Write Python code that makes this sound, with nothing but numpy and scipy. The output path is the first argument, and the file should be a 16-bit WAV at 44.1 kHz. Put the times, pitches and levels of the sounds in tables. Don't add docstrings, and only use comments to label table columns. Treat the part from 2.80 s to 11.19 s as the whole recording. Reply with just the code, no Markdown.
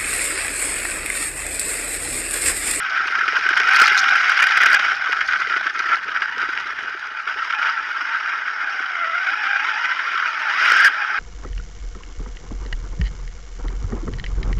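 import sys
import numpy as np
from scipy import signal
from scipy.fft import rfft, irfft, next_fast_len
from scipy.io import wavfile
from scipy.ndimage import uniform_filter1d, map_coordinates

SR = 44100
rng = np.random.default_rng(int(sys.argv[2]) if len(sys.argv) > 2 else 0)


def master_out(mix):
    frames = np.transpose(np.atleast_2d(mix))
    ceiling = np.clip(frames, -1, 1)
    pcm = np.round(ceiling * 32767).astype(np.int16)
    wavfile.write(sys.argv[1], SR, pcm)


N = 369999

# (t/s, level/dB, brightness/dB)
CHASSIS_SHAKE = [(0.0, -23.5, -6.5), (0.45, -21, -8), (0.8, -20.5, -7), (1.0, -14, -3.5), (1.2, -18, -5),
                 (1.35, -18.5, -5), (1.64, -17, -3), (2.02, -17, -5), (2.25, -25.5, -7.5),
                 (2.9, -26.5, -6.5), (3.25, -27.5, -9.5), (3.7, -24.5, -7.5), (4.43, -29.5, -9),
                 (4.6, -25.5, -7), (5.0, -25, -8), (5.3, -23, -9), (5.84, -25, -9.5), (6.3, -26, -6),
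                 (6.9, -22, -6), (7.5, -24, -8.5), (7.76, -20.5, -5), (8.06, -22, -4), (8.12, -23.5, -7.5),
                 (8.39, -23, -8)]
# (t/s, roughness/dB)
GROUND_BUMPS = [(0, 1.86), (2.1, 2.34), (2.3, 2.5), (4.0, 2), (4.9, 2), (5.2, 1.47), (7.7, 1.6),
                (8.39, 0.4)]
# (middle t/s, half-length/s, swell/dB)
ROUGH_PATCHES = [(0.147, 0.055, 2.5), (0.568, 0.073, 2), (0.78, .04, 6), (1.024, 0.073, 2.5),
                 (1.108, .05, 2.5), (1.358, 0.019, 0), (1.423, 0.072, 0), (1.695, 0.029, 0),
                 (2.273, 0.013, 6.5), (2.342, 0.051, 8.5), (2.415, 0.03, 7.5), (2.501, .1, 4),
                 (2.61, 0.1, 5.5), (2.767, 0.11, 6.5), (2.87, 0.023, 10.5), (3.022, 0.11, 2),
                 (3.108, 0.12, 10.5), (3.286, 0.04, 5), (3.362, 0.027, 8), (3.437, 0.056, 7),
                 (3.609, 0.04, 6), (4.502, 0.058, 7), (4.745, 0.17, 2.5), (4.881, 0.1, 6.5),
                 (5.952, 0.04, 3), (6.08, 0.05, -0.5), (6.472, 0.15, 1.5), (7.114, 0.02, 3),
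                 (7.193, 0.019, 2), (7.352, 0.19, 2)]
# (t/s, teeth per second f/Hz, level/dB)
GEAR_MESH = [(0.0, 791, -50), (0.58, 744.6, -55.5), (0.89, 745, -43), (1.0, 783.3, -39.5),
             (2.12, 791, -46.5), (2.8, 802, -58), (3.1, 940, -54.5), (3.6, 950, -47), (4.28, 835, -57.5),
             (4.7, 938.8, -44.5), (4.75, 860, -37.5), (4.83, 890, -39), (5.16, 897, -56.5),
             (5.28, 930, -43), (5.58, 927, -50), (5.86, 826.7, -47.5), (6.24, 687, -43.5), (6.43, 716, -45),
             (6.52, 815, -40), (6.8, 829.4, -38.5), (6.88, 1040, -34), (6.93, 866, -37.5), (7.04, 978, -41),
             (7.4, 1143, -40), (7.51, 900, -45.5), (7.7, 845.6, -36), (7.78, 1232, -31.5),
             (7.83, 1401, -18.5), (7.93, 1480, -25), (8.02, 1593, -16), (8.08, 1620, -15.5),
             (8.09, 826, -43.5), (8.39, 801, -40.5)]
# (multiple of f, level/dB)
GEAR_OVERTONES = [(2, -6), (3, -6), (4, -18)]
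# (t/s, level/dB)
MOTOR_BUZZ = [(0, -53.5), (1.0, -39.5), (2.0, -48.5), (4.4, -70.5), (4.6, -54), (7.5, -52.5), (8.39, -50)]
# (t/s, strength/dB, ring f/Hz)
LOOSE_RATTLES = [(0.35, -7, 1590), (0.387, -8, 1710), (0.4075, -9, 1335), (0.4812, -5, 1480),
                 (0.5607, -6, 1415), (0.637, -15, 1500), (0.661, -6, 1570), (0.6864, -5.5, 1570),
                 (0.7036, -7.5, 1510), (0.7317, -9, 1487), (0.7695, -4.5, 1500), (0.7998, -6, 1540),
                 (0.8868, -3, 1563), (0.9085, -4.5, 1560), (0.9302, -4, 1480), (0.9637, -4.5, 1580),
                 (1.1426, -9, 1610), (1.1738, -6, 1448), (1.2412, -6, 1543), (1.3057, -8, 1478),
                 (1.3524, -4, 1660), (1.4027, -5.5, 1553), (1.4388, -5, 1534), (1.493, -3.5, 1547),
                 (1.569, -5, 1452), (1.6159, -12, 1590), (1.6372, -3.5, 1580), (1.665, -1.5, 1573),
                 (1.718, -3.5, 1333), (1.7806, -8.5, 1580), (1.8302, -2, 1784), (1.8571, 1.5, 1524),
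                 (1.9127, -4.5, 1600), (1.942, 0.5, 1645), (1.9916, -3.5, 1667), (2.2584, -16, 1320),
                 (2.3249, -4, 1460), (2.4085, -6.5, 1493), (2.4853, -6, 1494), (2.5207, -7.5, 1510),
                 (2.6673, -13, 1970), (2.6958, -11, 1390), (2.7639, -8, 1457), (2.865, -14.5, 1424),
                 (2.991, -6.5, 1530), (3.4171, -6, 1614), (3.6131, -10, 1546), (3.6863, -13, 1396),
                 (4.4715, -10.5, 1380), (4.7032, -8.5, 1367), (4.8243, -9, 1527), (4.8678, -11, 1370),
                 (5.17, -19.5, 1580), (5.2883, -13.5, 1360), (5.4904, -12, 1500), (6.0562, -13, 1412),
                 (6.4281, -15.5, 1524), (6.4654, -11.5, 1597), (6.7584, -12, 1482), (7.3733, -7.5, 1290),
                 (7.4554, -10.5, 1565), (7.7974, -11, 1437), (7.9578, -8.5, 1560), (8.0437, -1.5, 1865)]
# (t/s, strength/dB)
PLATE_KNOCKS = [(0.203, -31), (0.256, -28), (0.303, -32), (0.384, -26), (0.48, -23.5), (0.53, -25),
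                (0.586, -28), (0.66, -26.5), (0.709, -21.5), (0.801, -21), (0.864, -35), (1.04, -37),
                (1.115, -23), (1.897, -33), (2.293, -25), (2.673, -28), (2.764, -23), (2.86, -31),
                (3.001, -27), (3.063, -32), (3.284, -27.5), (3.571, -28), (3.631, -27), (3.688, -23.5),
                (4.069, -38), (4.56, -30), (6.003, -36), (7.343, -36.5), (8.319, -36)]
# (f/Hz, level/dB, time to fall 60 dB/s)
PLATE_NOTES = [(398.5, 2.5, 0.029), (313, -4.5, 0.032), (470, -5.5, 0.02)]
# (t/s, strength/dB)
SHARP_CLICKS = [(0.1074, -26.5), (0.385, -30), (0.48, -18), (0.5235, -23), (0.5564, -25), (0.6105, -23.5),
                (0.6374, -24.5), (0.7343, -25), (0.7706, -15.5), (0.8004, -12), (0.834, -16.5),
                (0.9983, -15.5), (1.2416, -17), (1.6683, -16), (1.78, -20.5), (1.8289, -16.5),
                (1.8612, -17), (1.9415, -17.5), (1.9953, -18.5), (2.2588, -26), (2.3217, -21.5),
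                (2.4083, -22.5), (2.4853, -24), (2.5332, -18.5), (2.6966, -29), (2.7274, -24),
                (2.7637, -21.5), (2.8667, -25), (2.9846, -28), (3.2818, -29), (3.3157, -37), (3.348, -28),
                (3.372, -24), (3.4077, -31), (3.581, -22), (3.6416, -29), (3.7756, -24.5), (4.0497, -35),
                (4.193, -39), (4.4562, -31), (4.4996, -32), (4.726, -24.5), (7.0564, -23), (7.353, -27)]
# (t/s, level/dB)
GRAVEL_LEVEL = [(0.0, -37.5), (0.72, -37), (1.0, -26.5), (1.54, -29.5), (2.12, -41), (2.6, -38.5),
                (4.28, -43.5), (6.29, -52.5), (7.69, -43), (7.9, -39), (8.1, -49.5), (8.39, -41)]
# (f/Hz, level per Hz/dB)
SPRAY_COLOUR = [(2500, -33), (3600, -0.5), (4300, 2.5), (5400, -1), (6500, -7.5), (7600, -23.5),
                (10000, -26.5), (15000, -43)]
# (t/s, throb level/dB, rumble level/dB)
WIND_LEVELS = [(0.0, -67, -62), (0.9, -62, -62.5), (1.5, -65, -66), (3.6, -64, -63.5), (4.3, -64, -69.5),
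               (5.2, -70, -75.5), (6.5, -76.5, -79.5), (7.5, -69, -71.5), (8.39, -73.5, -69.5)]
# (f/Hz, level per Hz/dB)
THROB_COLOUR = [(18, -40.5), (30, -12.5), (42, 3), (58, -0.5), (68, -10.5), (90, -56.5)]
# (f/Hz, level per Hz/dB)
RUMBLE_COLOUR = [(50, -30.5), (75, -1.5), (130, 1), (200, -3.5), (250, -10.5), (350, -56.5)]
# (f/Hz, width/Hz, level/dB)
HOUSING_MODES = [(262, 150, -26), (412, 66, -31.5), (655, 90, -24), (877, 202, -19.5), (1118, 300, -18.5),
                 (1360, 179, -0.5), (1531, 239, 0), (1856, 460, -7.5), (2134, 390, -9.5), (2453, 273, -11),
                 (2897, 620, -15.5), (3266, 310, -21), (3757, 600, -25.5), (4853, 575, -24),
                 (5513, 495, -26.5), (6260, 850, -37), (7100, 760, -52.5), (9130, 1100, -58),
                 (9980, 930, -57), (11450, 660, -61.5), (13500, 3000, -74.5)]
# (f/Hz, width/Hz, depth of the power dip 0-1)
PANEL_NOTCH = (2613, 100, .75)

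SPIN_FROM_S, SPIN_TO_S, SPIN_RISE_S = 7.76, 8.083, 0.062
SPIN_DB, SPIN_BRIGHT_DB, SPIN_BUZZ_DB = 6.5, 0.2, 11.5
DULLS = 0.22
BASS_HZ, BASS_FOLLOWS = 620, 0.66
BUZZ_HZ, BUZZ_WIDTH_HZ = 5333, 350
RATTLE_T60_S = 0.031
SCUFFS_PER_S, SCUFF_DB, SCUFF_SPREAD_DB, GRASS_FROM_S = 22, -37, 2.5, 4.5
THUD_DB, THUD_T60_S = 5.5, .03
CLICK_T60_S, CLICK_BRIGHT_DB, CLICK_DB = .005, 9.5, 6
OVERLOAD = .55
BASS_CUT_DB, TOP_HZ = 16, 15700


def chassis():
    level_db, bright_db = shaking()
    bump_db, = curves(GROUND_BUMPS)
    lumps = amp(bump_db * (0.43 * wobble(35) + 0.66 * wobble(70) + 0.95 * wobble(160)))
    stones = grit(per_s=600, spread_db=2.5)
    push = lumps * (rng.standard_normal(N) + 0.22 * bump_db * stones)
    push /= np.sqrt(uniform_filter1d(push ** 2, size=SR // 4))
    push = patchy(push, depth_db=2.0)
    push = patchy(push, depth_db=2.0, size=1024)
    roar = housing(unit(push))
    bass = filtered(roar, lambda hz: 1 / (1 + (hz / BASS_HZ) ** 8))
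    mean_db = level_db.mean()
    bass_db = mean_db + BASS_FOLLOWS * (level_db - mean_db)
    upper = bright(roar - bass, bright_db + 6.5)
    return amp(level_db) * upper + amp(bass_db + 0.4) * bass


def shaking():
    level_db, bright_db = curves(CHASSIS_SHAKE)
    t = np.arange(N) / SR
    swell_db = np.zeros(N)
    for s, length, db in ROUGH_PATCHES:
        near = slice(max(0, round((s - length) * SR)), round((s + length) * SR))
        swell_db[near] += db * np.cos(np.pi / 2 * (t[near] - s) / length) ** 2
    spin = spinning()
    return level_db + swell_db + SPIN_DB * spin, bright_db - DULLS * swell_db + SPIN_BRIGHT_DB * spin


def spinning():
    t = np.arange(N) / SR
    return np.clip((t - SPIN_FROM_S) / SPIN_RISE_S, 0, 1) * (t < SPIN_TO_S)


def gears():
    hz, level_db = curves(GEAR_MESH)
    hz = hz * (1 + .02 * wobble(12) + .022 * wobble(45) + .035 * wobble(250))
    phase = 2 * np.pi * np.cumsum(hz) / SR
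    grid_hz = np.arange(0, 9000, 10)
    grid_gain = housing_gain(grid_hz)
    base_gain = np.interp(hz, grid_hz, grid_gain)
    tone = np.sin(phase)
    for multiple, db in GEAR_OVERTONES:
        colour = np.interp(multiple * hz, grid_hz, grid_gain) / base_gain
        tone += amp(db) * colour * np.sin(multiple * phase)
    runout = 1 + .4 * np.sin(phase / 8)
    return amp(level_db + 3.5 + 3.2 * wobble(25) + 2.2 * wobble(120)) * runout * tone


def buzz():
    level_db, = curves(MOTOR_BUZZ)
    noise = rng.standard_normal(N)
    band = filtered(noise, lambda hz: 1 / (1 + (2 * (hz - BUZZ_HZ) / BUZZ_WIDTH_HZ) ** 2))
    return amp(level_db + SPIN_BUZZ_DB * spinning() + 2.7 * wobble(40)) * unit(band)


def rattles():
    force, ring = np.zeros(N + SR), np.zeros(N + SR)
    t = np.arange(SR // 10) / SR
    for s, db, hz in LOOSE_RATTLES:
        span = slice(round(s * SR), round(s * SR) + len(t))
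        swell = 1 - np.exp(-(t / 0.0038) ** 2)
        shape = amp(db + 5 - 60 * t / RATTLE_T60_S) * swell
        ring[span] += shape * np.sin(2 * np.pi * hz * t)
        force[span] += shape * rng.standard_normal(len(t))
    chatter = bright(housing(force[:N]), 2.37)
    return amp(-1.5) * above(ring[:N], edge_hz=830) + amp(-5.0) * chatter


def knocks():
    notes, force = np.zeros(N + SR), np.zeros(N + SR)
    t = np.arange(SR // 8) / SR
    times = np.cumsum(rng.exponential(size=100)) / SCUFFS_PER_S
    scuff_db = SCUFF_DB + SCUFF_SPREAD_DB * rng.standard_normal(len(times))
    scuffs = np.c_[times, scuff_db][times < GRASS_FROM_S]
    rise = 1 - np.exp(-(t / 0.0022) ** 2)
    for s, db in [*PLATE_KNOCKS, *scuffs]:
        span = slice(round(s * SR), round(s * SR) + len(t))
        ring = np.zeros(len(t))
        for hz, note_db, t60 in PLATE_NOTES:
            louder, sharper = rng.standard_normal(2)
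            fall = amp(note_db + 2.2 * louder - 60 * t / t60)
            ring += fall * np.sin(2 * np.pi * hz * (1 + .07 * sharper) * t)
        notes[span] += amp(db) * ring * rise
        force[span] += amp(db + THUD_DB - 60 * t / THUD_T60_S) * rise
    thuds = housing(force[:N] * rng.standard_normal(N))
    return above(notes[:N], edge_hz=140) + thuds


def clicks():
    force, t = np.zeros(N + SR), np.arange(SR // 50) / SR
    for s, db in SHARP_CLICKS:
        force[round(s * SR):][:len(t)] += amp(db + CLICK_DB - 60 * t / CLICK_T60_S)
    return bright(housing(force[:N] * rng.standard_normal(N)), CLICK_BRIGHT_DB)


def gravel():
    level_db, = curves(GRAVEL_LEVEL)
    grains = patchy(grit(per_s=1300, spread_db=5.5), depth_db=4.5)
    spray = grains * amp(4.7 * wobble(30))
    return amp(level_db - 8.0) * unit(filtered(spray, along(SPRAY_COLOUR)))


def wind():
    throb_db, rumble_db = curves(WIND_LEVELS)
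    heard = amp(throb_db) * gusty(THROB_COLOUR) + amp(rumble_db) * gusty(RUMBLE_COLOUR)
    return amp(BASS_CUT_DB) * heard


def gusty(points):
    gusts = rng.standard_normal(N) * amp(2.4 * wobble(12))
    return unit(filtered(gusts, along(points)))


def housing(x):
    size = 8192
    cepstrum = irfft(np.log(housing_gain(np.fft.rfftfreq(size, 1 / SR))), size)
    cepstrum[1:size // 2] *= 2
    cepstrum[size // 2 + 1:] = 0
    ring = irfft(np.exp(rfft(cepstrum)), size)[:size // 2]
    return signal.fftconvolve(x, ring / np.linalg.norm(ring))[:N]


def housing_gain(hz):
    power = sum(amp(2 * db) / (1 + (2 * (hz - c) / w) ** 2) ** 2 for c, w, db in HOUSING_MODES)
    c, w, depth = PANEL_NOTCH
    power *= 1 - depth / (1 + (2 * (hz - c) / w) ** 2)
    return np.sqrt(power / (1 + (235 / (hz + 1)) ** 8) + 1e-12)


def grit(per_s, spread_db):
    hit = rng.random(N) < per_s / SR
    return unit(hit * rng.standard_normal(N) * amp(spread_db * rng.standard_normal(N)))


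def patchy(x, depth_db, size=256):
    overlap = 3 * size // 4
    z = signal.stft(x, nperseg=size, noverlap=overlap)[2]
    field = uniform_filter1d(rng.standard_normal(z.shape), size=3, axis=0)
    field = uniform_filter1d(field, size=8, axis=1)
    return signal.istft(z * amp(depth_db * unit(field)), nperseg=size, noverlap=overlap)[1][:N]


def bright(x, db):
    high = filtered(x, lambda hz: 1 / (1 + (1780 / (hz + 1)) ** 16))
    return x + (amp(db) - 1) * high


def above(x, edge_hz):
    return filtered(x, lambda hz: 1 / (1 + (edge_hz / (hz + 1)) ** 6))


def along(points):
    f, db = np.transpose(points)
    return lambda hz: amp(np.interp(np.log(hz + 1), np.log(f), db, -120, -120))


def filtered(x, response):
    m = next_fast_len(N + 8192, real=True)
    return irfft(rfft(x, m) * response(np.fft.rfftfreq(m, 1 / SR)), m)[..., :N]


def wobble(rate):
    knots = rng.standard_normal(int(N * rate / SR) + 4)
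    return map_coordinates(knots, [np.arange(N) * rate / SR])


def curves(rows):
    s, *columns = np.transpose(rows)
    return [np.interp(np.arange(N) / SR, s, column) for column in columns]


def amp(db):
    return 10 ** (np.asarray(db) / 20)


def unit(x):
    return x / np.sqrt(np.mean(x ** 2) + 1e-20)


def scene():
    machine = chassis() + gears() + buzz()
    short_sounds = rattles() + knocks() + clicks()
    return (machine + short_sounds + gravel() + wind())[None]


def record(dry):
    clipped = np.clip(dry, -OVERLOAD, OVERLOAD)
    bass_gain = lambda hz: amp(-BASS_CUT_DB / (1 + (hz / 230) ** 6))
    return filtered(clipped, lambda hz: bass_gain(hz) * (hz < TOP_HZ))


dry = scene()
out = record(dry)
master_out(out)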